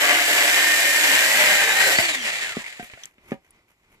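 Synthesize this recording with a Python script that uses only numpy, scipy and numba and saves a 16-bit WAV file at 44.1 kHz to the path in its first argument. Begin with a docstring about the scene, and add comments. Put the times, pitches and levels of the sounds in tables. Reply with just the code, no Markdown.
"""A small cordless chainsaw cuts through a log outdoors. First its cutters rasp and drive the resonances
of bar and wood, while motor and gear whine; the log's resonances sink as the kerf deepens. The last
fibres groan, and at 2 s the piece breaks off. Drag and friction then slow the motor, and the chain
rattles to a stop. Last, the log is shifted on the woodpile with a few dull knocks, ticks and scrapes."""
import sys
import numpy as np
from scipy import signal
from scipy.fft import rfft, irfft
from scipy.io import wavfile
from scipy.ndimage import uniform_filter1d
from numba import njit

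SR = 44100
rng = np.random.default_rng(int(sys.argv[2]) if len(sys.argv) > 2 else 0)


def wav_record(signal):
    """Record a signal, one row per channel, as 16-bit PCM in the file named by sys.argv[1]."""
    frames = np.transpose(np.atleast_2d(signal))
    bounded = np.clip(frames, -1, 1)
    # unit amplitude maps onto the largest positive 16-bit level
    quanta = np.round(bounded * 32767).astype(np.int16)
    wavfile.write(sys.argv[1], SR, quanta)


N = 176400
TIME = np.arange(N) / SR

# Spectra of the cut and the running chain. Each row: frequency in Hz, left and right gain in dB.
CUT_SPECTRUM = [(50.2, -40, -39), (117, -36.5, -48.5), (210.4, -33.5, -40), (312, -11.5, -20.5),
                (433, -12, -15.5), (670, -6.5, -8.5), (1030, -10, -9.5), (1380, -9, -6.5), (1540, 1, 0),
                (2080, 5.5, -5), (2390, -2.5, -5.5), (3000, -3, -3.5), (3370, -10.5, -10),
                (4700, -15, -11.5), (5440, -17, -13), (6500, -21.5, -12.5), (7880, -23, -6.5),
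                (8320, -16.5, -21.5), (10100, -17, -21.5), (13200, -21.5, -15), (13950, -16.5, -23)]
CHAIN_SPECTRUM = [(60.0, -34, -26.5), (150.0, -23.5, -37.5), (315, -24, -20.5), (660, -10.5, -11.5),
                  (1040, -17, -12.5), (1540, -7.5, -12.5), (1870, 3, 0), (2310, 0.5, -3), (3510, -10, -6.5),
                  (4800.0, -14, -12), (5640, -22, -14.5), (7650, -33, -7), (8600, -16, -22),
                  (12100, -25.5, -24), (14000.0, -29.5, -28.5)]
# Envelopes. Each row: time in seconds, relative level in dB.
CHAIN_PRESSURE = [(0, 5.5), (.4, 5), (1.0, 3.5), (1.5, 5), (1.72, 1), (1.93, 2.5), (1.97, -10), (2.0, 0),
                  (2.06, -14.5), (2.12, -48)]
CUT_TREBLE = [(0, 4), (.15, 2.5), (.42, 5.5), (1.1, 7), (1.7, 4.5), (1.92, 9)]
RATTLE_LEVEL = [(0, -26.5), (1.9, -23.5), (2.03, -21.5), (2.2, -25.5), (2.45, -27.5), (2.6, -32.5),
                (2.66, -35.5), (2.72, -37.5), (2.87, -41.5), (2.95, -46), (3.05, -42), (3.13, -80),
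                (3.2, -100)]
GEAR_LEVEL = [(0, -37), (.35, -33), (.55, -25.5), (.9, -24), (1.2, -26), (1.4, -28.5), (1.57, -25.5),
              (1.7, -30), (1.8, -25.5), (1.93, -28), (2.0, -42), (2.2, -120)]
MOTOR_LEVEL = [(0, -50), (1.15, -45), (1.3, -38.5), (1.55, -39), (1.7, -35), (1.82, -31), (1.93, -33),
               (2.0, -33.5), (2.1, -37.5), (2.3, -42), (2.42, -35.5), (2.55, -42), (2.62, -56), (2.9, -75),
               (3.0, -120)]
SHAFT_LEVEL = [(0, -49), (1.85, -51), (2.05, -45), (2.25, -48), (2.45, -58), (2.8, -100)]
# Modes of the log being cut. Each row: first and last frequency in Hz, bandwidth in Hz,
# relative level in dB at no, half and full depth.
KERF_MODES = [(329, 140, 48, -43, -46, -52.5), (588, 490, 22, -38, -41, -45),
              (702.6, 530, 9.3, -36, -40, -42), (974, 700, 32, -49.5, -41, -28),
              (1165, 790, 64, -40, -39.5, -39), (1689, 1510, 31, -38.5, -26.5, -34)]
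# Modes of bar and sprocket cover. Each row: frequency in Hz, bandwidth in Hz, relative level in dB.
BAR_MODES = [(2044, 36, -32), (2380, 200, -30.5), (3020, 70, -37.5), (3520, 330, -39.5), (3850, 30, -44),
             (7135, 100, -47.5), (7820, 82, -43)]
# Motor speed under power. Each row: time in seconds, turns per second.
MOTOR_SPEED = [(0, 279), (.3, 290), (.42, 294), (.55, 302), (.8, 305), (1.15, 301), (1.25, 315),
               (1.39, 329), (1.45, 323), (1.48, 303), (1.57, 307), (1.69, 287), (1.83, 319), (1.93, 308),
               (1.98, 351)]
# Tones of gear and motor. Each row: multiple of the motor speed, relative level in dB.
GEAR_ORDERS = [(6, 0), (7, -13), (8, -9)]
MOTOR_ORDERS = [(12, -17), (13, 0), (24, -7)]
# Fibres giving way. Each row: centre and half length in seconds, frequency in Hz, level in dB.
GROANS = [(1.66, .025, 462, -35), (1.806, .04, 796, -35), (1.87, .022, 542, -30), (1.887, .025, 399, -33)]
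# Wood striking wood. Each row: start in seconds, thud, ring and crack level in dB, ring pitch ratio.
KNOCKS = [(1.986, -19.5, -15.5, -10.5, 0.95), (2.569, -15, -32, -35, 0.96), (2.796, -26, -29, -35.5, 1.05),
          (2.827, -34, -50, -36, 1.06), (2.899, -50, -50, -38.5, 0.9), (2.936, -44, -55, -33.5, 1.09),
          (2.975, -66, -42.5, -60, 0.99), (3.182, -48, -62, -52.5, 0.84), (3.319, -12.5, -30, -36, 0.81),
          (3.327, -38, -32, -53, 1.13), (3.342, -34, -45, -54, 1.4)]
# Modes of the struck pile and log. Each row: frequency in Hz, seconds to fall 60 dB, gain in dB.
PILE_MODES = [(170, 0.12, -32), (245, 0.032, -3), (396, 0.014, -0.5), (747, 0.041, -34)]
LOG_MODES = [(680.4, 0.11, -3), (1500, .06, -5), (2150, .06, -10), (2450, .05, -17)]
# Sharp snaps. Each row: start in seconds, level in dB, frequency in Hz, decay time in seconds.
TICKS = [(2.642, -32, 2120, 0.022), (2.662, -34, 2200, 0.022), (3.035, -33.5, 3240, 0.0067),
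         (3.036, -29.5, 5960, 0.0021), (3.056, -23.5, 7100, 0.00092), (3.056, -33, 10400, 0.00057),
         (3.507, -46, 9660, 0.0029)]
# Sliding bark. Each row: centre and half length in seconds, rub and grit level in dB.
SCRAPES = [(2.852, 0.016, -48, -47), (3.042, 0.051, -54.5, -63), (3.276, 0.028, -55.5, -63),
           (3.318, 0.021, -48, -60), (3.465, 0.025, -63, -74), (3.56, 0.022, -64, -80),
           (3.707, 0.017, -59.5, -68), (3.82, 0.025, -68, -85), (3.935, 0.024, -60, -67)]
# Spectra of crushed bark, rubbed bark and outdoor air. Each row: frequency in Hz, relative gain in dB.
CRACK_SPECTRUM = [(100, 8.5), (700, -11.5), (2300, 15), (4000, -7), (14000, -39.5)]
RUB_SPECTRUM = [(100, 4), (700, 5), (1600, 6), (2200, 12), (2900, 4.5), (4000, -5), (7000, -1),
                (14000, -26)]
AIR_SPECTRUM = [(15, -24), (25, -3), (301, -14), (363, -9.5), (525, -19.5), (684, -17), (1150, -17),
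                (1750, -25), (2000, -14), (2380, -14), (2710, -21.5), (14000, -44)]

CUTTERS_PER_TURN, LINKS_PER_TURN = .186, .744


def cutting(speed):
    """Impact excitation: cutters and links tear at the wood, making a rasp and ringing log and bar."""
    blows = impacts(speed * LINKS_PER_TURN, scatter_db=1, decay_s=.0026)
    blows += .31 * impacts(speed * CUTTERS_PER_TURN, scatter_db=1, decay_s=.0015)
    pressure_db = curve(CHAIN_PRESSURE)
    force = unit(1 + blows) * undb(pressure_db + 1.6 * walk(25))  # the cutters catch and slip
    spray = unit(1.7 + blows) * undb(pressure_db + curve(CUT_TREBLE))
    noise = hiss()
    low = signal.sosfiltfilt(signal.butter(2, 3800, fs=SR, output="sos"), noise)
    rasp = colour_sides(low * force + (noise - low) * spray, CUT_SPECTRUM)
    return (undb(-18.5) * unit(rasp) + kerf(force) + bar(force)) / np.sqrt(2)


def kerf(force, through_s=1.99):
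    """Stiffness sets pitch: the log softens as the kerf deepens, so its modes sink."""
    depth = np.minimum(TIME / through_s, 1) ** 2.2
    rings = 0
    for first, last, width, *levels_db in KERF_MODES:
        gain = undb(np.interp(depth, [0, .5, 1], levels_db))
        rings += gain * rubbed_mode(force, first + (last - first) * depth, width)
    return np.tile(rings, (2, 1))


def bar(force):
    """Forced vibration: bar and cover ring, differently toward each side."""
    return np.array([sum(undb(db) * rubbed_mode(force, hz, width) for hz, width, db in BAR_MODES)
                     for side in range(2)])


def chain(speed):
    """Impact noise: links clatter over sprocket and bar at a rate proportional to motor speed."""
    rattle = hiss() * (.94 + impacts(speed * LINKS_PER_TURN, scatter_db=2.5, decay_s=.0052, jitter=.43))
    flap_db = 1.5 * walk(45)  # the slack chain flaps
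    return unit(colour_sides(rattle, CHAIN_SPECTRUM)) * undb(curve(RATTLE_LEVEL) + flap_db)


def motor_speed(release_s=2.045, drag_s=.56):
    """Damped rotation: once the trigger is let go, drag and dry friction stop the motor."""
    coast_s = np.maximum(TIME - release_s, 0)
    friction = 75  # as a speed offset in turns per second
    return np.maximum((curve(MOTOR_SPEED) + friction) * np.exp(-coast_s / drag_s) - friction, 0)


def whine(speed):
    """Harmonics of rotation: gear, motor and shaft sing in a housing too small to radiate bass."""
    gear = tones(speed, GEAR_ORDERS, GEAR_LEVEL, chatter=.22)
    motor = tones(speed, MOTOR_ORDERS, MOTOR_LEVEL, chatter=.42)
    shaft = tones(speed, [(1, 0)], SHAFT_LEVEL, chatter=.22)
    return np.tile(butterworth(gear + motor + shaft, 3, 220, "high"), (2, 1))


def groans(width_hz=28):
    """Narrow resonance: the chain catches in the thinning wood, which groans briefly."""
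    return stereo(sum(undb(db) * swell(at, half) * unit(band(rng.standard_normal(N), hz, width_hz))
                      for at, half, hz, db in GROANS))


def knocks():
    """Damped free vibration: each blow thuds in the pile, rings the log and crunches the bark."""
    body = crunch = 0
    for start, thud_db, ring_db, crack_db, ratio in KNOCKS:
        buzz = 1 + .45 * walk(180)  # the log buzzes against its neighbours
        body += undb(thud_db) * struck_modes(PILE_MODES, start)
        body += undb(ring_db) * buzz * struck_modes(LOG_MODES, start, ratio)
        crunch += undb(crack_db) * fade(start, decay_s=.0075)
    return stereo(butterworth(body, 4, 145, "high")) + crunch * unit(colour(hiss(), CRACK_SPECTRUM))


def ticks(relative_width=.066):
    """Narrow-band transients: small bright snaps as the chain stops and the log is moved."""
    noise = hiss()
    return sum(undb(db) * unit(np.array([band(side, hz, hz * relative_width) for side in noise]))
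               * fade(start, decay) for start, db, hz, decay in TICKS)


def scrapes(grain_db=4):
    """Sliding friction: bark drags over bark, giving a woody rub and a fine grit above it."""
    grain = hiss() * undb(grain_db * walk(270))
    rub = unit(colour(grain, RUB_SPECTRUM))
    grit = unit(butterworth(grain, 2, (5000, 13500), "band"))
    return sum(swell(at, half) * (undb(rub_db) * rub + undb(grit_db) * grit)
               for at, half, rub_db, grit_db in SCRAPES)


def echo(direct, t60_s=.12):
    """Scattering: woodpile and ground return a short diffuse tail."""
    tail = rng.standard_normal((2, N)) * fade(.0057, t60_s / np.log(1000))
    return signal.fftconvolve(direct, unit(tail) / np.sqrt(N), axes=1)[:, :N]


def outdoor_air(level_db=-65, waver_db=5.5):
    """Ambient noise: quiet outdoor air wavers in level."""
    return undb(level_db) * unit(colour(hiss(), AIR_SPECTRUM)) * undb(waver_db * walk(8.3))


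def impacts(rate, scatter_db, decay_s, jitter=.15):
    """Pulse train: the envelope of uneven, decaying blows at about the given rate."""
    count = np.floor(np.cumsum(rate * (1 + jitter * walk(150))) / SR)
    onsets = np.flatnonzero(np.diff(count) > 0)
    blows = np.zeros(N)
    blows[onsets] = undb(scatter_db * np.clip(rng.standard_normal(N)[:len(onsets)], -2, 2))
    return unit(signal.lfilter([1], [1, -np.exp(-1 / (decay_s * SR))], blows))


def rubbed_mode(force, hz, width, surge_db=2.5, wander=.008):
    """Driven resonance: a mode surges and wanders as the chain's contact shifts."""
    drive = force * rng.standard_normal(N) * undb(surge_db * walk(13.75))
    return unit(resonate(drive, hz * (1 + wander * walk(10)), float(width)))


def struck_modes(modes, start, ratio=1):
    """Impulse response: one decaying sine for each mode."""
    return sum(undb(db) * fade(start, t60 / np.log(1000))
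               * np.sin(2 * np.pi * hz * ratio * (TIME - start)) for hz, t60, db in modes)


def tones(speed, orders, levels, chatter, flutter=.38, wobble=.0045):
    """Modulation: harmonics of a wobbling speed flutter slowly and chatter fast."""
    phase = 2 * np.pi * np.cumsum(speed * (1 + wobble * walk(120))) / SR
    total = 0
    for order, db in orders:
        amplitude = undb(db) * unit(1 + flutter * walk(60) + chatter * walk(450))
        total += amplitude * np.sin(order * phase + chatter * walk(350))
    return np.sqrt(2) * total * undb(curve(levels))


def stereo(x, lag_s=.00017):
    """Arrival delay: sound reaches the left side slightly late."""
    return np.array([np.interp(TIME - lag_s, TIME, x), x])


def hiss(coherent_hz=3100):
    """Partial coherence: white noise, alike on both sides in the bass and unrelated in the treble."""
    coherence = 1 / (1 + (np.arange(N // 2 + 1) * SR / N / coherent_hz) ** 2)
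    common = rfft(stereo(rng.standard_normal(N)))
    separate = rfft(rng.standard_normal((2, N)))
    return irfft(common * np.sqrt(coherence) + separate * np.sqrt(1 - coherence))


def colour(x, spectrum, column=1):
    """Spectral shaping: the gain of one dB column with the minimum phase of the columns' mean."""
    size = 192000
    rows, hz = np.array(spectrum, float), np.arange(size // 2 + 1) * SR / size
    gain = lambda db: undb(np.interp(np.log(hz + 1), np.log(rows[:, 0]), db))
    cepstrum = irfft(np.log(gain(rows[:, 1:].mean(1))))
    cepstrum[1:size // 2] *= 2
    cepstrum[size // 2 + 1:] = 0
    return irfft(rfft(x, size) * gain(rows[:, column]) * np.exp(1j * rfft(cepstrum).imag))[..., :N]


def colour_sides(x, spectrum):
    """Spectral shaping of left and right, each by its own column."""
    return np.array([colour(x[0], spectrum, 1), colour(x[1], spectrum, 2)])


@njit
def resonate(x, hz, width):
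    """Two-pole resonance whose centre may move."""
    y, band_state, low_state = np.empty(len(x)), 0., 0.
    for i in range(len(x)):
        tuning, damping = np.tan(np.pi * hz[i] / SR), width / hz[i]
        velocity = (band_state + tuning * (x[i] - low_state)) / (1 + tuning * (tuning + damping))
        band_state = 2 * velocity - band_state
        low_state += 2 * tuning * velocity
        y[i] = damping * velocity
    return y


def band(x, hz, width):
    """Resonance at a steady centre."""
    return resonate(x, np.full(N, float(hz)), float(width))


def butterworth(x, order, hz, kind):
    """Maximally flat filter."""
    return signal.sosfilt(signal.butter(order, hz, kind, fs=SR, output="sos"), x)


def fade(start, decay_s):
    """Exponential decay after a sudden start."""
    age = TIME - start
    return (age >= 0) * np.exp(-np.maximum(age, 0) / decay_s)


def swell(centre, half):
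    """Bell-shaped envelope."""
    return np.exp(-.5 * ((TIME - centre) / half) ** 2)


def walk(rate):
    """Smooth random fluctuation with rms 1."""
    hold = max(int(SR / rate), 1)
    steps = np.repeat(rng.standard_normal(N // hold + 1), hold)
    return unit(uniform_filter1d(uniform_filter1d(steps, hold), hold)[:N])


def curve(rows):
    """Linear interpolation of (seconds, value) rows."""
    return np.interp(TIME, *np.array(rows, float).T)


def undb(db):
    """Decibels to gain."""
    return 10 ** (np.asarray(db) / 20)


def unit(x):
    """Scale to rms 1."""
    return x / np.sqrt(np.mean(x ** 2))


def scene():
    """Superposition: saw and log, their echo and the outdoor air add together."""
    speed = motor_speed()
    direct = cutting(speed) + chain(speed) + whine(speed) + knocks() + scrapes() + groans()
    return direct + undb(-12) * echo(direct) + ticks() + outdoor_air()


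def record(dry, top_hz=14250):
    """Band limiting: a steep low-pass removes the highest treble."""
    return signal.sosfilt(signal.ellip(14, .2, 80, top_hz, fs=SR, output="sos"), dry)


dry = scene()
out = record(dry)
wav_record(out)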